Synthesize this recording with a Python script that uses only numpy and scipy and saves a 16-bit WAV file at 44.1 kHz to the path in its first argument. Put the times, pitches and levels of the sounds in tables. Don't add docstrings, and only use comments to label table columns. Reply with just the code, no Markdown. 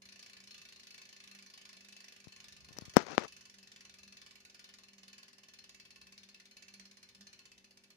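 import sys
import numpy as np
from scipy import signal
from scipy.fft import rfft, irfft, next_fast_len
from scipy.io import wavfile
from scipy.ndimage import uniform_filter1d, map_coordinates

SR = 44100
rng = np.random.default_rng(int(sys.argv[2]) if len(sys.argv) > 2 else 0)


def materialize(psi):
    bounded = np.clip(np.atleast_2d(psi).T, -1, 1)
    quanta = np.round(bounded * 32767).astype(np.int16)
    wavfile.write(sys.argv[1], SR, quanta)


N = 351036


def amp(db):
    return 10 ** (np.asarray(db) / 20)


def unit(x):
    return x / np.sqrt(np.mean(x ** 2) + 1e-20)


def along(points, hz):
    f, v = np.transpose(points)
    return np.interp(np.log(hz + 1), np.log(f + 1), v)


def curve(rows):
    return np.interp(np.arange(N) / SR, *np.transpose(rows))


def wobble(rate):
    knots = rng.standard_normal(int(N * rate / SR) + 4)
    return map_coordinates(knots, [np.arange(N) * rate / SR])


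def filtered(x, response):
    size = x.shape[-1]
    m = next_fast_len(size + 8192)
    return irfft(rfft(x, m) * response(np.fft.rfftfreq(m, 1 / SR)), m)[..., :size]


def coloured(x, spectrum):
    return unit(filtered(x, lambda hz: amp(along(spectrum, hz))))


def cut(x, hz, kind, order):
    return signal.sosfilt(signal.butter(order, min(hz, SR / 2 - 1), kind, fs=SR, output="sos"), x)


def panned(db):
    return amp(np.array([[.5], [-.5]]) * db)


def add(track, s, sound):
    start = max(round(s * SR), 0)
    part = track[..., start:start + sound.shape[-1]]
    part += sound[..., :part.shape[-1]]


# (frequency [Hz], correlation [0 to 1])
PORT_LIKENESS = [(60, 0.45), (200, 0.55), (640, 0.68), (1400, 0.1498)]


def room_noise(spectrum):
    def angle(hz):
        return np.arccos(np.clip(along(PORT_LIKENESS, hz), -1, 1)) / 2

    def mid_side_gains(hz):
        return np.array([np.cos(angle(hz)), np.sin(angle(hz))])

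    mid, side = filtered(rng.standard_normal((2, N)), mid_side_gains)
    return coloured(np.array([mid + side, mid - side]), spectrum)


# (frequency [Hz], relative density [dB per Hz])
AIR_SPECTRUM = [(20, -14), (60, -13), (130, -8.5), (220, 0.5), (400, -8.5), (800, -10.5), (2000, -17.5),
                (6000, -22), (15000, -30)]
# (time [s], relative level [dB])
RUMBLE_LEVEL = [(0.0, -77), (2.1, -80.5), (2.76, -63), (3.6, -78.5), (4.08, -73.5), (5.04, -81.5),
                (6.09, -74.5), (6.45, -81.5), (7.2, -74.5), (7.95, -81)]
# (frequency [Hz], relative density [dB per Hz])
RUMBLE_SPECTRUM = [(20, -25), (38, -19), (54, -5.5), (71, -0.5), (88, -5.5), (110, -4), (150, -3),
                   (230, -28), (600, -69.5)]


def room_air(air_db=-77, rumble_db=-4, wander_db=.5):
    air = amp(air_db) * room_noise(AIR_SPECTRUM)
    rumble_gain = amp(curve(RUMBLE_LEVEL) + rumble_db + wander_db * wobble(3))
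    return air + rumble_gain * room_noise(RUMBLE_SPECTRUM)


# (frequency [Hz], relative level [dB])
HUM_TONES = [(242.2, -84), (344.5, -92.5), (393.0, -81.5), (538.3, -89)]
# (time [s], peak amplitude [dB])
DRONE_LEVEL = [(0.0, -66), (0.27, -76.5), (0.44, -65), (0.54, -74.5), (1.2, -75), (1.29, -63.5),
               (1.42, -64.5), (1.55, -78), (1.91, -66.5), (2.1, -74.5), (2.32, -71), (3.25, -75.5),
               (3.6, -67), (3.72, -74.5), (4.13, -66.5), (4.24, -75), (4.6, -76.5), (4.88, -70),
               (5.14, -68.5), (5.3, -75), (5.9, -74.5), (6.06, -69.5), (6.62, -74), (6.81, -62),
               (7.12, -79), (7.22, -57), (7.3, -78), (7.95, -73)]
DRONE_FLUTTER_DB, DRONE_FLUTTER_RATE = 2, 15


def hum(drone_hz=197.0, drone_db=0, waver_rad=0.9, tones_db=3, drift_rad=.25):
    t = np.arange(N) / SR
    drone_gain = amp(curve(DRONE_LEVEL) + drone_db + DRONE_FLUTTER_DB * wobble(DRONE_FLUTTER_RATE))
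    out = drone_gain * np.sin(2 * np.pi * drone_hz * t + waver_rad * wobble(14))
    for hz, db in HUM_TONES:
        out += amp(db + tones_db) * np.sin(2 * np.pi * hz * t + drift_rad * wobble(3))
    return out


# (time [s], peak of the push [dB], sharpness [Hz],
# low cut [Hz], scuff relative to the push [dB], casing snap relative to the push [dB])
FINGER_TAPS = [(2.271, -39, 197, 116, -27, -44), (2.69, -47.5, 600, 120, -25, -25),
               (2.708, -45.5, 200, 110, -30, -30), (2.719, -49, 1200, 150, -20, 4),
               (2.767, -42, 700, 150, -16, -14), (2.7865, -28.5, 675, 160, -43, 10.5),
               (2.8212, -36.5, 199, 127.4, -18, -26), (2.88, -41, 107, 89, -26.5, -33),
               (2.964, -23, 3000, 300, -16, -6.5), (2.968, 6.5, 940, 229, -30.5, -7.5),
               (2.972, -8.5, 1100, 170, -26.5, -22.5), (3.1799, -2, 1340, 224.4, -29, -23.5)]
# (frequency [Hz], relative level [dB], t60 [s])
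CASING_MODES = [(5580, -2.5, 0.0039), (11800, -14.5, 0.003)]
# (time [s], level [dB])
SLIDE_LEVEL = [(2.68, -79), (2.79, -60), (2.931, -77), (2.955, -45.5), (2.98, -32.5), (3.045, -48.5),
               (3.09, -42), (3.149, -42), (3.168, -55.5), (3.19, -39.5), (3.251, -40.5), (3.29, -71)]
# (frequency [Hz], relative density [dB per Hz])
SKIN_SPECTRUM = [(24, -48.5), (40, -19.5), (197, -5), (354, -2), (410, -2), (1470, -8), (2460, -14),
                 (2710, -16), (3820, -19.5), (6100, -18), (8000, -33.5), (14000, -56.5)]


def finger(scuff_t60=0.069, damping=1.0, stick_db=3, crack=0.02, casing_rise_s=.00008,
           port_low_hz=68, port_top_hz=8400, leak_db=-58):
    t = np.arange(SR // 10) / SR
    left, snaps = np.zeros(N), np.zeros(N)
    casing = sum(np.sin(2 * np.pi * hz * t) * amp(db - 60 * t / t60) for hz, db, t60 in CASING_MODES)
    casing = casing * (1 - np.exp(-t / casing_rise_s))
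    impulse = 1.0 * (t == 0)
    for s, db, sharp_hz, cut_hz, scuff_db, snap_db in FINGER_TAPS:
        def push_response(f):
            vent = (1j * f) ** 2 / (cut_hz ** 2 + 1j * f * damping * cut_hz - f ** 2)
            soft = 1 / (1 + 1j * f / sharp_hz)
            return vent * (soft ** 2 + crack * soft)

        push = filtered(impulse, push_response)
        scuff = coloured(rng.standard_normal(len(t)), SKIN_SPECTRUM) * amp(scuff_db - 60 * t / scuff_t60)
        add(left, s, amp(db) * (scuff - push / np.abs(push).max()))
        add(snaps, s, amp(db + snap_db) * casing)
    slide_db = np.interp(np.arange(N) / SR, *np.transpose(SLIDE_LEVEL), left=-np.inf, right=-np.inf)
    stick_slip = rng.standard_normal(N) * amp(stick_db * wobble(300))
    left += amp(slide_db) * coloured(stick_slip, SKIN_SPECTRUM)
    left = cut(left, port_low_hz, "highpass", order=2)
    left = snaps + cut(left, port_top_hz, "lowpass", order=4)
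    return np.array([left, amp(leak_db) * left])


# (frequency [Hz], t60 [s])
ROOM_DECAY = [(300, .45), (2000, 0.69), (6000, 0.5), (13000, .2)]
# (frequency [Hz], gain [dB])
ROOM_COLOUR = [(500, 2.5), (2000, 0.5), (5000, -2), (9000, -3.5), (14000, -2.5)]


def room(x, delay_s=0.0084):
    hz, t, z = signal.stft(rng.standard_normal((2, SR // 2)), SR, nperseg=256)
    decay = amp(-60 * t / along(ROOM_DECAY, hz)[:, None])
    tail = signal.istft(z * decay, SR, nperseg=256)[1]
    wet = signal.fftconvolve(x, tail / np.linalg.norm(tail[0]), axes=1)[:, :N]
    return filtered(wet, lambda f: amp(along(ROOM_COLOUR, f)) * np.exp(-2j * np.pi * f * delay_s))


# (time [s], rate [ratchet teeth per s])
WHEEL_SPEED = [(0.0, 29.026), (1.2, 26.875), (3.0, 23.665), (5.7, 19.023), (6.9, 17.1), (7.96, 15.152)]
# (time [s], relative level [dB])
SNAP_LEVEL = [(0.0, -51.5), (2.2, -51.5), (3.3, -51.5), (5.0, -52.5), (7.3, -52.5), (7.9, -55.5)]
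TEETH, PAWLS = 30, 3
START_TOOTH = 0.47
IMBALANCE = 0.025
TIGHT_TOOTH, SWELL_DB, SNAP_SCATTER_DB = 6.42, 1.4, 1.08


def pawl_drops(scatter_s=.0004):
    passed = START_TOOTH + np.cumsum(curve(WHEEL_SPEED)) / SR
    tooth = np.arange(1, int(passed[-1]) + 1)
    turns = tooth / TEETH
    late, hard = rng.standard_normal((len(tooth), 2)).T
    uneven_tooth = tooth + IMBALANCE * np.cos(2 * np.pi * turns)
    times = np.interp(uneven_tooth, passed, np.arange(N) / SR) + scatter_s * late
    swell_db = SWELL_DB * np.cos(2 * np.pi * PAWLS * (turns - TIGHT_TOOTH / TEETH))
    snap_db = np.interp(times, *np.transpose(SNAP_LEVEL))
    return np.transpose([times, amp(snap_db + swell_db + SNAP_SCATTER_DB * hard)])


# (frequency [Hz], relative density [dB per Hz])
CLICK_SPECTRUM = [(300, -16), (650, -8), (950, -16.5), (1400, -9), (1900, -1.5), (2500, -0.5), (3600, -3),
                  (4600, 0.5), (5900, 1.5), (7000, -5.5), (8200, -14.5), (9700, -10.5), (12400, -15.5),
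                  (13600, -24), (15000, -25.5)]
# (frequency [Hz], left minus right [dB])
CLICK_BALANCE = [(1000, -1), (1900, -3), (2800, -1.5), (3800, 7.5), (5000, 3.5), (6400, -5.5), (8200, -6),
                 (14000, -2)]


def pawl_clicks(drops, rise_s=0.00099, snap_t60=0.043, rattle_t60=0.09, rattle_db=-9, grit_db=1.0,
                same=0.52, colour_db=3.0):
    t = np.arange(SR // 12) / SR
    decay = np.hypot(amp(-60 * t / snap_t60), amp(rattle_db - 60 * t / rattle_t60))
    envelope = (1 - np.exp(-t / rise_s)) * decay
    envelope_rms = np.sqrt(np.mean(envelope ** 2))
    shell = rng.standard_normal((2, len(t)))
    out = np.zeros((2, N))
    for s, strength in drops:
        bounces = amp(grit_db * unit(uniform_filter1d(rng.standard_normal(len(t)), size=30)))
        fresh = rng.standard_normal(shell.shape)
        clatter = rfft(np.sqrt(same) * shell + np.sqrt(1 - same) * fresh)
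        tint = amp(colour_db * unit(uniform_filter1d(rng.standard_normal(clatter.shape), size=50)))
        click = unit(envelope * bounces * irfft(clatter * tint, len(t)))
        add(out, s, strength * envelope_rms * click)
    return filtered(out, lambda hz: amp(along(CLICK_SPECTRUM, hz)) * panned(along(CLICK_BALANCE, hz)))


# (centre of the pair [Hz], relative level [dB], t60 [s], left minus right [dB])
STEEL_MODES = [(1077, -12, 0.18, 1.5), (1207, -19.5, 0.42, 0.5), (1450, -15, .25, 1.5),
               (1690, -14, 0.23, -2), (1758, -14, 0.37, -7.5), (2308, -7.5, .16, -8), (2633, 0, .18, 4),
               (3000, -9, 0.28, 0), (3498, -13, 0.14, 6.5), (3500, -12.5, 0.21, 2.5), (4235, -1, 0.18, 7),
               (4345, -7, .13, 3.5), (4845, -3, 0.1401, -1), (4720, -4, 0.12, 0.5), (5390, -4.5, 0.097, 0),
               (5440, -8.5, 0.055, -6), (6340, -13.5, 0.096, -9.5), (6540, -15.5, .1, -9.5)]


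def wheel_ring(drops, vary_db=3.0, spread=0.0072, rise_s=.002, swing_db=4.0, wander=.005, eager=0.22):
    t = np.arange(SR // 5) / SR
    out = np.zeros((2, N))
    times, strengths = drops.T
    strengths = strengths * (strengths / strengths.mean()) ** eager
    for hz, db, t60, pan_db in STEEL_MODES:
        drift = unit(uniform_filter1d(rng.standard_normal(len(drops)), size=3))
        swing = swing_db * np.tanh(drift) * np.sqrt(2)
        pair = hz * (1 + spread * np.array([[-1], [1]]))
        ring = np.exp(2j * np.pi * pair * t) * amp(db - 60 * t / t60) * (1 - np.exp(-t / rise_s))
        shifts = wander * np.array([[-1], [-.5], [.5], [1]])
        detunes = np.exp(2j * np.pi * hz * shifts * t)
        for s, strength, flare_db in zip(times, strengths, swing):
            phase = np.exp(2j * np.pi * rng.random((2, 2)))
            blow = strength * amp(flare_db + vary_db * rng.standard_normal((2, 2))) * phase
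            modes = (panned(pan_db) * blow) @ ring
            add(out, s, (modes * detunes[rng.integers(len(detunes))]).real)
    return out


def freehub(click_db=8, ring_db=-14.0, room_db=-6):
    drops = pawl_drops()
    clicks = amp(click_db) * pawl_clicks(drops)
    return clicks + amp(ring_db) * wheel_ring(drops) + amp(room_db) * room(clicks)


def scene():
    return room_air() + hum() + finger() + freehub()


TOP_HZ = 15700


def record(dry):
    return filtered(np.clip(dry, -1, 1), lambda hz: hz < TOP_HZ)


dry = scene()
out = record(dry)
materialize(out)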